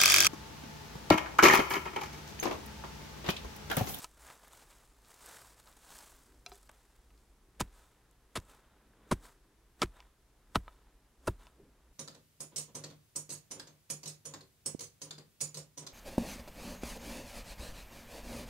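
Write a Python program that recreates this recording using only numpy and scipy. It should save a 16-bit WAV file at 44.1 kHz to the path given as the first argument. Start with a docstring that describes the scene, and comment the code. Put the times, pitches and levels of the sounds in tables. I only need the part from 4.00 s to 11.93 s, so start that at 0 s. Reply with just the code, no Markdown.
"""A hand brushes loose soil round a post; clods and dry stalks snap, and a loose stick is knocked at 2.5 s.
A wooden pole is picked up and, from 3.6 s, rammed into the earth six times. Each blow crushes grit,
rings the pole and sends a slow thud through the ground; crumbs trickle as the pole is drawn out.
The stick is tapped once more at 7.6 s. Light wind and the hush of a field lie under it all."""
import sys
import numpy as np
from scipy import signal
from scipy.fft import rfft, irfft, next_fast_len
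from scipy.io import wavfile
from scipy.ndimage import uniform_filter1d

SR = 44100
rng = np.random.default_rng(int(sys.argv[2]) if len(sys.argv) > 2 else 0)


def to_wav(sig):
    """Store sig (one row per channel, or 1-D mono) as 16-bit WAV at the path in sys.argv[1].

    Samples outside -1..1 are clipped; the rate is SR.
    """
    pcm = np.clip(np.atleast_2d(sig), -1, 1) * 32767
    pcm = np.round(pcm).astype(np.int16)
    wavfile.write(sys.argv[1], SR, pcm.T)  # frames by channels


N = 349712
HOP = 32  # samples per step of the soil envelopes

# pole blows: entry t/s, crush/s, rising share, grit/dB, grit tilt/dB, entry to peak strain/s, pole/dB,
# pole tilt/(dB/oct), scuff/dB, entry to stop/s, earth ring/dB, knock/dB, thud/dB, hum/dB
BLOWS = [(3.597, 0.025, 0.58, -36, 3, 0.01, -29.5, -4, -72.5, .013, -31, -24, -35, -39.5),
         (4.354, 0.029, 0.15, -37, 2.5, 0.011, -33.5, -1.5, -72, .019, -31.5, -31.5, -37.5, -46.5),
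         (5.111, 0.025, 0.35, -35.5, 4, 0.0054, -23, -8.5, -64.5, 0.012, -20, -14.5, -31.5, -37),
         (5.816, 0.026, 0.47, -32.5, -0.5, 0.007, -26, -8, -62, .015, -21.5, -26.5, -35, -38),
         (6.548, 0.019, 0.82, -37.5, 1, 0.0096, -23.5, -5, -65, 0.01098, -29, -21.5, -30.5, -34.5),
         (7.271, 0.015, 0.4, -40, 8.5, 0.008, -24.5, -7, -61.5, 0.0095, -23, -32, -28.5, -36)]


def gain_of(db):
    return 10 ** (np.asarray(db) / 20)


def unit_rms(x):
    return x / np.sqrt(np.mean(x ** 2) + 1e-20)


def add(mix, start_s, sound):
    part = mix[round(start_s * SR):][:len(sound)]
    part += sound[:len(part)]


def coloured(x, spectrum):
    """Filters x by a spectrum of (f/Hz, level/dB)."""
    f, db = np.transpose(spectrum)
    size = next_fast_len(len(x) + 2048)
    hz = np.fft.rfftfreq(size, 1 / SR)
    response = gain_of(np.interp(np.log(hz + 1), np.log(f + 1), db))
    return irfft(rfft(x, size) * response, size)[:len(x)]


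def noise(size, spectrum):
    return unit_rms(coloured(rng.standard_normal(size), spectrum))


def flutter(depth_db, window):
    """Random gain, smoothed over window samples."""
    return gain_of(depth_db * unit_rms(uniform_filter1d(rng.standard_normal(N), window)))


def grains(size, per_s, spread_db):
    """Random clicks, mostly small, a few large."""
    strength = gain_of(spread_db * np.minimum(rng.exponential(1, size), 5))
    return unit_rms(strength * rng.standard_normal(size) * (rng.random(size) < per_s / SR))


def blows():
    """The tip crushes grit and strains the pole until it stops; the stop starts the thud."""
    # crushed grit: f/Hz, level/dB
    grit_spectrum = [(120, -40), (200, -34), (1140, -3.5), (2090, -4), (2750, -9), (3190, -10),
                     (4270, -14.5), (9580, -16.5), (16000, -40)]
    out, t = np.zeros(N), np.arange(4000) / SR
    for start_s, crush_s, rise, grit_db, tilt_db, peak_s, pole_db, db_per_oct, *rest in BLOWS:
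        _, stop_s, *thud_levels_db = rest
        push = np.interp(t, [0, crush_s * rise, crush_s], [.25, 1, .15])
        push *= np.exp(-np.maximum(t - crush_s, 0) / .0043)
        spray = .017 * np.exp(-t / .041)  # thrown crumbs land
        grit = coloured(grains(len(t), per_s=14000, spread_db=2.5), grit_spectrum)
        grit = unit_rms(coloured(grit, [(2000, -tilt_db), (10000, tilt_db)]))
        add(out, start_s, gain_of(grit_db) * (push ** .9 + spray) * grit)
        strain = np.exp(np.minimum((t - peak_s) / .0026, (peak_s - t) / .0043)) + .1 * push
        ring = pole(strain * rng.standard_normal(len(t)), db_per_oct, damping=2.72)
        ring *= np.linalg.norm(strain) / np.linalg.norm(ring)  # all the strain goes into the ring
        add(out, start_s, gain_of(pole_db) * ring)
        add(out, start_s + stop_s, thud(*thud_levels_db))
    return out


def pole(force, db_per_oct, damping):
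    """The pole's modes ring; hands and soil widen them, a hard contact favours the high ones."""
    # wooden pole: f/Hz, width before damping/Hz, level/dB
    modes = [(672, 36, 3), (1014, 71, 11.5), (1292, 59, 11.5), (2240, 50, -38), (2340, 29, 1),
             (2660, 57, 0), (2975, 51, 1), (3350, 34, -20), (3630, 165, 3), (4080, 250, -5),
             (4560, 44, -17)]
    t = np.arange(3000) / SR
    ring = sum(gain_of(db + db_per_oct * np.log2(hz / 1200)) * width_hz
               * np.exp(-np.pi * width_hz * damping * t) * np.sin(2 * np.pi * hz * t)
               for hz, width_hz, db in modes)
    return signal.oaconvolve(force, ring / np.linalg.norm(ring))[:len(force)]


def thud(ring_db, knock_db, thud_db, hum_db):
    """A ground wave falls in pitch as its highs arrive first; earth settles and rings, the ground hums."""
    # packed earth under the tip: f/Hz, level/dB, t60/s, delay/s
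    earth_modes = [(354, 1.5, 0.038, 0.00057), (597, 1.5, 0.0071, 0.00023)]
    # slow hum of post and ground: f/Hz, level/dB, t60/s, delay/s
    hum_modes = [(178, -4.5, 0.1, .012), (92, -12.5, 0.16, 0.0278), (53.4, 4, 0.15, 0.015),
                 (36.4, -11.5, 0.64, 0.015)]
    high_hz, low_hz, glide_s = 280, 50, .01
    crest_s, width_s = .016, .0065
    t = np.arange(SR // 2) / SR
    cycles = low_hz * t + (high_hz - low_hz) * glide_s * (1 - np.exp(-t / glide_s))
    knock = gain_of(knock_db - 60 * t / .027)
    swell = gain_of(thud_db) * np.exp(-.5 * ((t - crest_s) / width_s) ** 2)
    wave = (knock + swell) * np.sin(2 * np.pi * cycles)
    settling = noise(len(t), [(40, -29), (110, -7), (300, 7.5), (800, -27)])
    settling *= gain_of(thud_db - 10 - 60 * t / .095) * (1 - np.exp(-t / .003))
    ring = gain_of(ring_db) * swings(t, earth_modes)
    hum = gain_of(hum_db) * swings(t, hum_modes)
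    return wave + settling + ring + hum


def swings(t, modes):
    """Damped swings that arrive late and swell over a quarter cycle."""
    out = np.zeros(len(t))
    for hz, db, t60_s, delay_s in modes:
        age_s = np.maximum(t - delay_s, 0)
        envelope = gain_of(db - 60 * age_s / t60_s) * (1 - np.exp(-4 * hz * age_s))
        out -= envelope * np.sin(2 * np.pi * hz * age_s)
    return out


def snaps():
    """Clods and stalks snap: a pitched click of about a millisecond, then the pole rings."""
    # snaps: t/s, click peak/dB, f/Hz, pole ring re click/dB
    breaks = [(0.0439, -29, 5500, -5.5), (.302, -40.5, 1790, -3.5), (.311, -48, 2000, -5),
              (.533, -43, 9150, -6), (.727, -53, 3060, -2), (1.048, -53, 5260, -14),
              (1.142, -45.5, 7900, -16), (1.674, -49, 3976, -5), (1.988, -39, 7000, -11),
              (2.463, -36.5, 6300, -6), (2.518, -43.5, 1470, -1), (2.546, -49, 7500, -21),
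              (2.556, -47, 8700, -9), (2.630, -49.5, 7600, -10), (2.693, -46, 6750, -5.5),
              (2.715, -51, 8950, -9), (3.105, -57, 3050, -3), (3.6045, -23.5, 9000, -28),
              (3.6115, -20.5, 6100, -8), (4.112, -55, 8000, -13), (4.3572, -32, 8640, 3),
              (4.372, -27, 3660, -2), (4.401, -49, 7000, -18), (5.819, -14.5, 4300, -8),
              (5.830, -20.5, 3280, -7), (5.859, -47, 3600, -9), (6.004, -40.5, 3630, -9),
              (6.557, -18.5, 3420, -2), (6.680, -37, 1450, -1.5), (7.277, -36, 9600, -18),
              (7.469, -45.5, 3450, -2.5)]
    out, t = np.zeros(N), np.arange(3000) / SR
    for start_s, db, hz, ring_db in breaks:
        burst = rng.choice([-1., 1.], len(t)) * (np.exp(-t / .00069) + .029 * np.exp(-t / .0046))
        spectrum = [(hz / 12, -50), (hz / 4, -26), (hz / 1.6, -7), (hz, 0), (hz * 1.5, -10), (hz * 3, -36)]
        click = coloured(burst, spectrum)
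        buried = any(0 < start_s - blow[0] < .05 for blow in BLOWS)
        ring = pole(burst, db_per_oct=-1.5, damping=1.6 if buried else .9)
        ring = coloured(ring, [(200, -10.5), (700, -10)])
        snap = click / abs(click).max() + gain_of(ring_db) * ring / abs(ring).max()
        add(out, start_s, gain_of(db) * snap)
    return out


def soil():
    """Three grain sizes slide in bunches; single grains break out, and some rasp along the pole."""
    # fine sand: f/Hz, level/dB
    sand = [(1290, -36), (2200, -7.5), (4460, -1), (5530, -1), (6010, -0.5), (8030, 1.5), (15100, -8),
            (16000, -7.5)]
    # crumbs: f/Hz, level/dB
    crumbs = [(240, -38), (400, -5), (570, -3.5), (969, -1.5), (1570, -3.5), (2290, -10.5), (3000, -12.5),
              (3900, -12.5), (6600, -120)]
    # clods: f/Hz, level/dB
    clods = [(65, -15.5), (110, -4.5), (124, -6.5), (264, -0.5), (532, -8), (650, -13.5), (840, -54),
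             (1430, -120)]
    *gains, rasp_gain = soil_movement()
    catches = grains(N, per_s=2700, spread_db=4.8)
    out = rasp_gain * unit_rms(pole(catches, db_per_oct=-1.8, damping=1.1))
    bunches = flutter(depth_db=1.74, window=300)
    sizes = [(sand, 400, .7, .0007), (crumbs, 200, .5, .002), (clods, 60, .25, .005)]
    for gain, (spectrum, per_band_per_s, share, decay_s) in zip(gains, sizes):
        singles = crackles(spectrum, per_band_per_s, decay_s)
        stream = noise(N, spectrum)
        out += gain * unit_rms(bunches * (stream + share * singles))
    return out


def crackles(spectrum, per_band_per_s, decay_s):
    """Single grains: short noise bursts, each in one of four bands of the spectrum."""
    centres_hz = np.geomspace(spectrum[1][0], spectrum[-2][0], 4)
    skirt = (centres_hz[1] / centres_hz[0]) ** 2
    decay = [1, -np.exp(-1 / (decay_s * SR))]
    out = np.zeros(N)
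    for hz in centres_hz:
        hiss = rng.standard_normal(N)
        envelope = signal.lfilter([1], decay, abs(grains(N, per_band_per_s, spread_db=2.5)))
        out += coloured(hiss * envelope, [(hz / skirt, -20), (hz, 0), (hz * skirt, -20)])
    return unit_rms(coloured(out, spectrum))


def soil_movement():
    """Hand and pole move the soil: gains of sand, crumbs, clods and pole rasp over time."""
    # hand sweeps: peak t/s, swell/s, fade/s, sand/dB, crumbs re sand/dB
    sweeps = [(0.041, 0.1, 0.02, -48.5, -3.5), (.21, 0.04, 0.37, -61, -1.5), (.3, 0.14, 0.096, -58.5, 2),
              (.46, 0.1, 0.34, -68, 3), (.57, 0.16, 0.24, -61.5, -1.5), (0.711, 0.021, 0.19, -63, 0.5),
              (.84, .1, 0.34, -71.5, -2), (1.11, 0.11, 0.08, -62.5, -1), (1.311, 0.19, 0.29, -54.5, -1.5),
              (1.6, 0.024, 0.013, -58, -3), (1.67, .03, 0.17, -64.5, 1), (1.95, .18, 0.34, -55.5, -2.5),
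              (2.495, 0.033, 0.032, -64, 0), (2.54, 0.048, 0.11, -62.5, -5.5),
              (2.67, 0.11, 0.021, -71.5, -2), (2.694, 0.0039, 0.015, -64.5, 10.5),
              (2.74, 0.063, 0.81, -73.5, 0), (3.21, 0.088, 0.066, -75.5, -4)]
    # pole drawn out: peak t/s, swell/s, fade/s, sand/dB, crumbs re sand/dB, hold/s, rasp/dB
    pulls = [(3.768, 0.11, 0.19, -68.5, 0.5, 0.027, -71.5), (4.501, 0.079, 0.11, -67, 2, 0.019, -66),
             (5.24, 0.033, 0.081, -60.5, 0.5, 0.017, -70), (5.94, .03, 0.12, -75.5, 9.5, .06, -72),
             (6.678, .05, 0.15, -77.5, 3.5, 0.046, -70), (7.399, 0.019, 0.11, -71, 3.5, 0.05, -68)]
    # faint low murmur and rustle: t/s, low band/dB, middle band/dB
    murmur = [(0, -82, -86), (2.1, -77, -87), (2.322, -69.5, -76), (2.5, -76, -90), (2.9, -90, -80),
              (3.078, -72.5, -82.5), (3.3, -77, -90), (3.55, -74, -80), (4.0, -83, -77), (4.3, -84, -79.5),
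              (4.65, -73.5, -72), (4.95, -72, -75.5), (5.08, -66.5, -70), (5.3, -75.5, -77),
              (6.2, -88.5, -91), (6.5, -78, -78), (6.85, -76, -76), (7.18, -78, -85.5), (7.56, -76.5, -81),
              (7.6, -62.5, -79), (7.67, -68.5, -80), (7.75, -76, -78), (7.93, -77, -78)]
    trickle_s, trickle_db, settle_s, settle_db = .24, -18, .081, -62
    t = np.arange(0, N, HOP) / SR
    murmur_s, *murmur_db = np.transpose(murmur)
    low, middle = (gain_of(np.interp(t, murmur_s, db)) ** 2 for db in murmur_db)
    power = np.array([0 * t, middle, low, 0 * t])
    for peak_s, swell_s, fade_s, sand_db, crumbs_db in sweeps:
        levels_db = sand_db + np.array([0, crumbs_db, crumbs_db - 12.5])
        power[:3] += slide(t - peak_s, swell_s, fade_s, levels_db)
        power[:3] += slide(t - peak_s, swell_s, trickle_s, levels_db + trickle_db)  # soil runs on
    for peak_s, swell_s, fade_s, sand_db, crumbs_db, hold_s, rasp_db in pulls:
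        levels_db = [sand_db, sand_db + crumbs_db, sand_db + crumbs_db - 10.5, rasp_db]
        power += slide(t - peak_s, swell_s, fade_s, levels_db, hold_s)
    for blow in BLOWS:  # the tip scuffs coming down; loosened soil slides back after the stop
        start_s, scuff_db, stop_s = blow[0], blow[8], blow[9]
        power[:3] += slide(t - start_s, .041, .01, scuff_db + np.array([-2, 0, .5]))
        power[:3] += slide(t - start_s - stop_s, .002, settle_s, settle_db + np.array([-5, 0, 1.5]))
    return [np.interp(np.arange(N) / SR, t, np.sqrt(p)) for p in power]


def slide(t, swell_s, fade_s, levels_db, hold_s=0):
    """Power per layer of one soil movement that swells until t = 0, holds and fades."""
    drop_db = 15.5 * np.maximum(-t / swell_s, np.maximum(t - hold_s, 0) / fade_s)
    return gain_of(np.reshape(levels_db, (-1, 1)) - drop_db) ** 2


def stick():
    """A short rattle of contact rings the modes of a loose dry stick."""
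    # knocks on the stick: t/s, peak/dB, tilt/(dB/oct)
    taps = [(2.4625, -31.5, 2), (2.518, -41, -0.5), (2.526, -47.5, 0.5), (7.598, -54, -26)]
    # dry stick: f/Hz, level/dB, t60/s
    modes = [(400, -1.5, 0.15), (716, 3, 0.095), (1323, -4, 0.043), (1560, -2.5, 0.026),
             (2410, -1.5, 0.035), (2680, -10, 0.061), (3380, -11, 0.038), (4040, -2, 0.043),
             (4180, -3, 0.03), (4990, -1, 0.044), (5900, 0, 0.029)]
    out, t = np.zeros(N), np.arange(4000) / SR
    for start_s, peak_db, db_per_oct in taps:
        contact = rng.standard_normal(150) * np.exp(-np.arange(150) / 9)
        ring = sum(gain_of(db + db_per_oct * np.log2(hz / 1200) - 60 * t / t60_s)
                   * np.sin(2 * np.pi * hz * t) for hz, db, t60_s in modes)
        tap = signal.oaconvolve(ring, contact)
        add(out, start_s, gain_of(peak_db) * tap / abs(tap).max())
    return out


def air():
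    """Wind rumbles in lumps over the steady hush of the field."""
    # wind strength: t/s, level/dB
    gusts = [(0.0, -66.5), (1.4, -69), (2.0, -64), (3.82, -65.5), (4.131, -71.5), (4.53, -66), (5.3, -71),
             (6.0, -66), (6.3, -68.5), (6.7, -62), (7.0, -68.5), (7.93, -63.5)]
    # wind rumble: f/Hz, level/dB
    rumble_spectrum = [(8.8, -39), (15, -3.5), (54, 9.5), (67, 1.5), (81, -20), (110, -33), (140, -57),
                       (240, -120)]
    # field hush: f/Hz, level/dB
    hush_spectrum = [(53, -28.5), (90, -20.5), (103, 3.5), (210, -7.5), (393, -4.5), (556, -12.5),
                     (876, -11), (2830, -20), (12100, -23.5), (15000, -32), (16000, -27.5)]
    gust_s, gust_db = np.transpose(gusts)
    strength = gain_of(np.interp(np.arange(N) / SR, gust_s, gust_db))
    rumble = unit_rms(flutter(depth_db=1.3, window=4000) * noise(N, rumble_spectrum))
    return strength * rumble + gain_of(-72) * noise(N, hush_spectrum)


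def side_hiss():
    """Faint hiss that sets left and right apart."""
    # hiss: f/Hz, level/dB
    spectrum = [(18, -24), (30, -5.5), (266, -8.5), (303, -7.5), (336, -7), (404, -12.5), (7670, -16),
                (16000, -18.5)]
    return gain_of(-79.5) * noise(N, spectrum)


def scene():
    mid = blows() + snaps() + stick() + soil() + air()
    side = side_hiss()
    return np.array([mid + side, mid - side])


def record(dry):
    """Low-pass at 15.9 kHz."""
    lowpass = signal.firwin(511, 15900, window=("kaiser", 9), fs=SR)
    return signal.oaconvolve(dry, lowpass[None], "same")


dry = scene()
out = record(dry)
to_wav(out)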